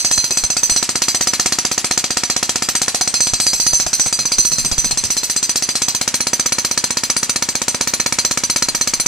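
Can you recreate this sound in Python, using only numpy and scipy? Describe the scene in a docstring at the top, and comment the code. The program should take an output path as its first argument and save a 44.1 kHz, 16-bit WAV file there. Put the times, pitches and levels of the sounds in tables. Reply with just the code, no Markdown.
"""An electric jackhammer breaks a pool's concrete rim in a walled yard, about 15 blows a second.
From the start its motor whirrs, the microphone rumbles, and each echoing blow slams the slab, crushes grit
and rings the steel chisel. The tip starts loose, with a few low thumps, and bites within a second. From
about 3 to 5 seconds it works loose again: broken chunks knock and more low thumps buffet the microphone.
From 6 seconds on it sits in a second hole, slamming hard and ringing only briefly."""
import sys
import numpy as np
from scipy import signal
from scipy.fft import rfft, irfft, next_fast_len
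from scipy.io import wavfile

SR = 44100
rng = np.random.default_rng(int(sys.argv[2]) if len(sys.argv) > 2 else 0)


def generate_wav(signal):
    """Clip the signal to [-1, 1] and save it as 16-bit WAV at the path in sys.argv[1]."""
    frames = np.transpose(np.atleast_2d(signal))
    scaled = np.clip(frames, -1, 1) * 32767
    pcm = np.round(scaled).astype(np.int16)
    wavfile.write(sys.argv[1], SR, pcm)


N = 399987
TIME = np.arange(N) / SR


def from_db(db):
    """Turn decibels (dB) into a number to multiply by."""
    return 10 ** (np.asarray(db) / 20)


def dying(age, t60):
    """A fade that drops 60 dB in t60 seconds, and is silent before it starts."""
    return (age >= 0) * np.exp(-np.log(1000) * np.maximum(age, 0) / t60)


def coloured(x, points):
    """Make some pitches louder and others softer, along a curve of (Hz, dB) points."""
    size = next_fast_len(N + SR // 10)
    hz, db = np.transpose(points)
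    grid_hz = np.maximum(np.arange(size // 2 + 1) * SR / size, 1)
    gain = from_db(np.interp(np.log(grid_hz), np.log(hz), db))
    return irfft(rfft(x, size) * gain, size)[..., :N]


def stereo_noise(points, likeness):
    """Coloured noise of strength 1. Likeness 1 makes left and right the same, -1 opposite."""
    mid, side = rng.standard_normal((2, N))
    white = np.sqrt(1 + likeness) * mid + np.sqrt(1 - likeness) * side * [[1], [-1]]
    noise = coloured(white, points)
    return noise / np.sqrt(np.mean(noise ** 2) + 1e-20)


def resonance(x, hz, width_hz):
    """Keep the sound near one pitch; the narrower the band, the longer it rings."""
    r = np.exp(-np.pi * width_hz / SR)
    feedback = [1, -2 * r * np.cos(2 * np.pi * hz / SR), r * r]
    return signal.lfilter(np.array([1, 0, -1]) * (1 - r * r) / 2, feedback, x + 1e-18)


def flutter(rate):
    """A random wobble in strength and phase that changes rate times a second."""
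    real, imag = rng.standard_normal((2, 8000))
    return np.interp(TIME * rate, np.arange(len(real)), (real + 1j * imag) / np.sqrt(2))


# The tone of the whirr. Each row: pitch in Hz, relative level in dB.
MOTOR_COLOUR = [(25, -7), (60, 0), (120, 0), (170, -0.5), (500, -2.5), (1300, -2.5), (2400, -0.5),
                (3300, -4.5), (6000, -4), (8000, 4), (11000, -31), (15000, -30)]

def motor(level_db=-34.0):
    """Motor, gears and fan make a steady, noisy whirr."""
    return from_db(level_db) * stereo_noise(MOTOR_COLOUR, likeness=0.76)


# How the rumble swells. Each row: time in seconds, relative level in dB.
RUMBLE_LEVELS = [(0, -54), (.55, -51), (1, -71), (3.15, -63), (3.68, -34), (4.05, -49), (4.4, -39),
                 (4.85, -32), (5.15, -37), (5.4, -52), (7.5, -60), (8.2, -48), (8.7, -43), (9.07, -40)]
# Its deep tone. Each row: pitch in Hz, relative level in dB.
RUMBLE_COLOUR = [(15, -4), (35, 11), (80, -29), (150, 0), (300, -33), (1000, -49), (4000, -80)]

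def rumble(level_db=-1):
    """Low buffets on the microphone push its left and right openings opposite ways."""
    swell = from_db(level_db + np.interp(TIME, *np.transpose(RUMBLE_LEVELS)))
    return swell * stereo_noise(RUMBLE_COLOUR, likeness=-0.81)


# The hammer's speed shifts with the load. Each row: time in seconds, blows per second.
BLOW_RATE = [(0.0, 15.404), (0.74, 15.373), (1.36, 16.056), (1.94, 15.142), (2.05, 15.495), (3.22, 15.44),
             (3.68, 14.941), (4.29, 15.667), (4.42, 14.952), (4.88, 15.513), (5.62, 15.285), (6.24, 15.656),
             (6.55, 15.981), (6.78, 15.475), (7.05, 15.384), (7.75, 15.568), (8.0, 16.037), (9.07, 15.977)]
# How firmly the tip bites. Each row: time in seconds, slam in dB, ring time in seconds before damping.
BITE = [(0, -27, 0.37), (.25, -32.5, 0.3), (.7, -30.5, 0.18), (1.0, -27, 0.4), (1.55, -25.5, 0.23),
        (1.9, -26.5, 0.27), (2.45, -26, 0.23), (3.05, -27, 0.31), (3.4, -30, .42), (3.75, -32, 0.49),
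        (4.2, -30, 0.21), (4.5, -35, 0.45), (4.95, -32.5, 0.34), (5.25, -36, 0.36), (6.0, -27, 0.14),
        (7.2, -28.5, 0.11), (8.1, -25.5, 0.15), (9.07, -30, 0.14)]
# The chisel jumps clear and sings on. Each row: time in seconds, dB added to the loose ring level.
CHISEL_JUMPS = [(.113, -1), (.698, -0.5), (3.206, -1.5), (3.6, -1), (3.733, -1), (3.996, -1.5)]
FIRM_SLAM_DB, LOOSE_SLAM_DB = -26, -33.5   # a tip that bites fully, and one that only skips
FIRM_RING_DB, LOOSE_RING_DB = -6.5, -4   # what the concrete does not take stays in the steel

def blows(slam_scatter_db=1.9, ring_scatter_db=1.15, t60_scatter=0.26, jitter_s=0.00041, jump_t60=0.99):
    """Plan one blow per turn of the crank. A loose tip rings louder and strikes less evenly."""
    turns = np.cumsum(np.interp(TIME, *np.transpose(BLOW_RATE))) / SR
    turns -= np.interp(.0477, TIME, turns)   # time of the first blow, in seconds
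    starts = np.interp(np.arange(int(turns[-1]) + 1), turns, TIME)
    times, *columns = np.transpose(BITE)
    slam_db, ring_t60 = [np.interp(starts, times, column) for column in columns]
    loose = np.clip((slam_db - FIRM_SLAM_DB) / (LOOSE_SLAM_DB - FIRM_SLAM_DB), 0, 1)
    uneven = .45 + .55 * loose
    late, harder, louder, longer = rng.standard_normal((len(starts), 4)).T
    slam_db += slam_scatter_db * uneven * harder
    ring_db = FIRM_RING_DB + (LOOSE_RING_DB - FIRM_RING_DB) * loose + ring_scatter_db * louder
    ring_t60 *= np.exp(t60_scatter * uneven * longer)
    for when, extra_db in CHISEL_JUMPS:
        nearest = np.argmin(np.abs(starts - when))
        ring_db[nearest], ring_t60[nearest] = LOOSE_RING_DB + extra_db, jump_t60
    return starts + jitter_s * uneven * late, slam_db, ring_db, ring_t60


# Where the tip sits. Each row: time in seconds, place (-1 first hole, 0 loose, 1 second hole).
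TIP_PLACE = [(0, -0.2), (.6, -0.2), (.8, -1.08), (2.85, -0.88), (3.05, -0.48), (3.35, -0.36), (4.0, -0.53),
             (4.7, -0.43), (5.35, -1.15), (5.7, -0.95), (6.1, 0.77), (7.5, 0.68), (9.07, 0.82)]

def seated(levels_db, when):
    """Blend three levels (first hole, loose, second hole) by where the tip sits at these times."""
    place = np.interp(when, *np.transpose(TIP_PLACE))
    return np.interp(place, [-1, 0, 1], levels_db)


# The pitches at which the slab and the hammer's housing shake. Each row: pitch in Hz, width in Hz,
# then relative levels in dB for the first hole, a loose tip and the second hole.
SLAB_TONES = [(200, 169, 0, -3, -1), (126.5, 58, -3, 1, -1.5), (245, 55, -3, -5, 2.5),
              (330, 91, -1.5, -37, 1.5), (496, 184, -4.5, -4.5, -1.5), (725.6, 47, 2.5, -0.5, -6),
              (945, 90, -0.5, -0.5, 1.5), (1283, 124, 2.5, -3.5, 5), (1788, 210, 0.5, -14.5, 4.5),
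              (2256, 86, -15, -10.5, 9), (2685, 180, -3, -45, -48), (3340, 100, -1.5, 8.5, -11)]
# The slab passes some pitches on late, rounding the blow. Each row: pitch in Hz, width in Hz.
SLAB_LAGS = [(600, 134), (1400, 4740), (2200, 520)]

def slam(starts, slam_db, level_db=44.5, scatter_db=0.54, lead_s=.0014, band_hz=(38, 3300)):
    """The piston's push shakes housing and slab just before the tip cracks the concrete."""
    at = np.clip(np.round((starts - lead_s) * SR).astype(int), 0, N - 1)
    # the housing's deep tones thud on even when the tip hardly bites
    housing_db = FIRM_SLAM_DB + 0.58 * (slam_db - FIRM_SLAM_DB)
    body = np.zeros(N)
    for hz, width_hz, *levels_db in SLAB_TONES:
        push_db = housing_db if hz < 300 else slam_db
        chance_db = scatter_db * rng.standard_normal(len(at))
        clicks = np.zeros(N)
        clicks[at] = from_db(level_db + push_db + seated(levels_db, starts) + chance_db)
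        body += resonance(clicks, hz, width_hz)
    for hz, width_hz in SLAB_LAGS:
        body -= 2 * resonance(body, hz, width_hz)   # later, but no weaker
    return signal.sosfilt(signal.butter(2, band_hz, "band", fs=SR, output="sos"), body)


# The tone of the tip's crack and of the crushed grit. Each row: pitch in Hz, relative level in dB.
CRACK_COLOUR = [(100, -41), (600, -14.5), (2000, -7.5), (3300, -15.5), (4500, -4.5), (5900, -1.5),
                (7200, -2.5), (8400, -9), (10000, -16), (13000, -30), (16000, -34)]
GRIT_COLOUR = [(60, -26), (250, -22), (520, -2), (1300, 11), (2400, 19.5), (3200, 21.5), (4300, 21),
               (5300, 20.5), (6100, 18.5), (6600, 16), (7300, 28.5), (9100, -57), (9900, 19.5),
               (14000, -11)]

def crushing(age, slam_db, ring_db, crack_db=19.0, crack_t60=.015, grit_db=(-4, -6, -7), grit_t60=0.19):
    """A sharp crack under the tip, then a clumpy tail of crushed grit and scraping steel."""
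    force_db = .7 * slam_db + .3 * ring_db
    rise = 1 - np.exp(-age / .0004)
    crack = from_db(crack_db + force_db) * dying(age, crack_t60) * rise
    clumps_db = 6.5 * flutter(rate=600).real
    grit = from_db(seated(grit_db, TIME) + (slam_db + ring_db) / 2 + clumps_db) * dying(age, grit_t60)
    return (crack * stereo_noise(CRACK_COLOUR, likeness=0.47)
            + grit * stereo_noise(GRIT_COLOUR, likeness=1.0))


# The tones of the steel chisel. Each entry: pitch in Hz.
STEEL_HZ = [2560, 4187, 4772, 4825, 5404, 6002, 6128, 6165, 7482, 7667, 8034, 8385, 9682, 10276, 10896,
            12700, 13600, 14155]
# Their strengths for each place of the tip. Each entry: relative level in dB of the matching tone.
STEEL_FIRST_HOLE_DB = [-29.5, -13.5, -12.5, -18.5, -18.5, -9, -14.5, -10.5, -17.5, -42, -16, -14.5, -19,
                       -26, -28.5, -29, -38, -21.5]
STEEL_LOOSE_DB = [-25, -11, -11, -31, -17.5, -8.5, -4, -9, -18, -44, -15.5, -14.5, -20, -26.5, -21.5, -28,
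                  -21, -35]
STEEL_SECOND_HOLE_DB = [-34, -7.5, -11.5, -30, -30, -4.5, -9.5, -7.5, -13, -30, -21, -11.5, -8, -27, -22,
                        -25, -24, -17]

def chisel(starts, blow, age, ring_db, ring_t60, level_db=-4, damping=0.85, rise_s=0.0018,
           detune_hz=13, scatter_db=2.6, grip_db=(-8, -1, -5), grip_s=0.033):
    """Every blow sets the steel ringing afresh, each tone with a new strength."""
    ring = np.zeros((2, N))
    for hz, *levels_db in zip(STEEL_HZ, STEEL_FIRST_HOLE_DB, STEEL_LOOSE_DB, STEEL_SECOND_HOLE_DB):
        strength, detune, skew, phase = rng.standard_normal((len(starts), 4)).T
        angle = 2 * np.pi * ((hz + detune_hz * detune)[blow] * age + phase[blow])
        gain = from_db(seated(levels_db, starts) + scatter_db * strength)
        rattle = 1 + flutter(rate=200)   # rattling in its holder roughens the ring
        tone = gain[blow] * np.exp(1j * angle) * rattle
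        sway = np.exp(0.95j * skew / 2)[blow]   # the swaying bar reaches left and right out of step
        ring[0] += (tone * sway).real
        ring[1] += (tone * sway.conj()).real
    rise = 1 - np.exp(-age / rise_s)
    # the concrete grips a wedged chisel once the tool's weight settles back on it
    choke_db = seated(grip_db, TIME) * np.clip(2 * age / grip_s - 1.5, 0, 1)
    return ring * from_db(level_db + ring_db + choke_db) * rise * dying(age, ring_t60 * damping)


# Pitches that the ground and the pool's edge cancel. Each row: pitch in Hz, width in Hz, dip in dB.
GROUND_DIPS = [(822, 18, -34), (1110, 18, -35), (1523, 66, -16), (1982, 100, -23), (3024, 550, -3),
               (3597, 105, -26)]
# Echoes from the house and wall. Each row: delay in seconds, level in dB.
WALL_ECHOES = [(0.0242, -33.5), (0.035, -43)]

def yard(x, tail_db=-12, tail_delay_s=0.0051, tail_t60=.18):
    """The ground cancels some pitches; walls and furniture add hard echoes and a short, soft tail."""
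    age = TIME[:SR // 2]
    scatter = rng.standard_normal((2, len(age))) * dying(age - tail_delay_s, tail_t60)
    scatter /= np.sqrt(np.sum(scatter ** 2, axis=1, keepdims=True))
    for hz, width_hz, db in GROUND_DIPS:
        x = x - (1 - from_db(db)) * resonance(x, hz, width_hz)
    echoes = np.zeros((2, N))
    for delay_s, db in WALL_ECHOES:
        lag = round(delay_s * SR)
        echoes[:, lag:] += from_db(db) * x[:, :-lag]
    tail = from_db(tail_db) * signal.fftconvolve(x, scatter, axes=1)[:, :N]
    return x + echoes + tail


# Low thumps. Each row: start in seconds, relative level in dB.
THUMP_HITS = [(0.178, -17.5), (0.437, -17.5), (0.715, -18), (3.332, -18), (3.535, -19), (3.733, -21),
              (3.862, -21), (4.061, -17), (4.384, -18), (4.72, -14), (4.783, -20.5), (4.922, -18.5),
              (8.625, -30)]
# The tone of their tails. Each row: pitch in Hz, relative level in dB.
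THUMP_TAIL_COLOUR = [(15, 5), (45, -0.5), (160, -4), (300, -21), (700, -10), (1200, -16), (4000, -53)]

def thumps(push_db=3, push_hz=65, push_t60=0.039, tail_db=1, tail_t60=0.067, rise_s=0.0026):
    """Low thumps on the microphone: each is a brief, deep push with a rough tail."""
    tails, pushes = np.zeros((2, N))
    age = TIME[:SR // 5]
    for start_s, db in THUMP_HITS:
        at = round(start_s * SR)
        span = slice(at, at + len(age))
        tails[span] += from_db(tail_db + db) * dying(age, tail_t60) * np.minimum(age / rise_s, 1)
        pushes[span] += from_db(push_db + db) * dying(age, push_t60) * np.sin(2 * np.pi * push_hz * age)
    mostly_right = np.array([[0.2], [1]])
    return tails * stereo_noise(THUMP_TAIL_COLOUR, likeness=-0.19) + pushes * mostly_right


# Knocks of broken concrete. Each row: start in seconds, relative level in dB, pitch in Hz.
CHUNK_KNOCKS = [(0.311, -21.5, 400), (2.883, -18, 880), (2.947, -16, 850), (3.012, -14, 820),
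                (3.334, -33, 223), (3.734, -17, 700), (3.867, -17.5, 603), (4.191, -26.5, 131),
                (4.386, -21, 325), (4.522, -25, 160), (4.585, -23, 150), (4.654, -22.5, 149),
                (4.849, -23, 170), (5.044, -27, 120)]

def chunks(level_db=4.0, cycles=14, width_share=0.46):
    """A broken chunk knocks on the slab with a short, dull burst; deeper knocks last longer."""
    knocks, age = np.zeros(N), TIME[:SR // 5]
    for start_s, db, hz in CHUNK_KNOCKS:
        noise = rng.standard_normal(len(age)) * dying(age, cycles / hz)
        burst = resonance(noise, hz, width_share * hz)
        at = round(start_s * SR)
        knocks[at:at + len(age)] += from_db(level_db + db) * burst / np.abs(burst).max()
    return knocks


def scene():
    """Blows and knocks echo in the yard; the motor, rumble and thumps are added without echo."""
    starts, slam_db, ring_db, ring_t60 = blows()
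    blow = np.maximum(np.searchsorted(starts, TIME, side="right") - 1, 0)   # which blow is sounding
    age = TIME - starts[blow]   # seconds since that blow
    age = np.where(age < 0, age + starts[1] - starts[0], age)   # the hammer is already running
    concrete = slam(starts, slam_db) + chunks() + crushing(age, slam_db[blow], ring_db[blow])
    steel = chisel(starts, blow, age, ring_db[blow], ring_t60[blow])
    return yard(concrete + steel) + motor() + rumble() + thumps()


# The microphone's two openings colour the sound differently. Each row: pitch in Hz, left minus right in dB.
MIC_BALANCE = [(100, -3), (500, -3), (1400, 0), (4200, -1), (5100, -1.5), (6100, -6.5), (6500, -0.5),
               (7300, 11), (9700, 8), (11000, 14.5), (12200, -1), (13600, 23)]
# They also hear it out of step. Each row: pitch in Hz, how far left is ahead in radians.
MIC_PHASE = [(60, -0.8), (125, -0.84), (300, -.33), (550, -0), (1400, 0.53), (2300, -0.13), (4700, -0.62),
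             (6100, 0), (7000, 0.5), (9000, -0.84)]

def record(dry, ceiling=1.05, cutoff_hz=14500):
    """The microphone gives each side its own tone and timing, rounds loud peaks and cuts the top treble."""
    left = [(hz, 10 * np.log10(2 / (1 + from_db(-db) ** 2))) for hz, db in MIC_BALANCE]
    right = [(hz, 10 * np.log10(2 / (1 + from_db(db) ** 2))) for hz, db in MIC_BALANCE]
    sides = np.array([coloured(dry[0], left), coloured(dry[1], right)])
    size = next_fast_len(N + SR // 10)
    lead = np.interp(np.arange(size // 2 + 1) * SR / size, *np.transpose(MIC_PHASE))
    shifted = irfft(rfft(sides, size) * np.exp(.5j * lead * [[1], [-1]]), size)[:, :N]
    rounded = ceiling * np.tanh(shifted / ceiling)
    return signal.sosfilt(signal.butter(14, cutoff_hz, fs=SR, output="sos"), rounded)


dry = scene()
out = record(dry)
generate_wav(out)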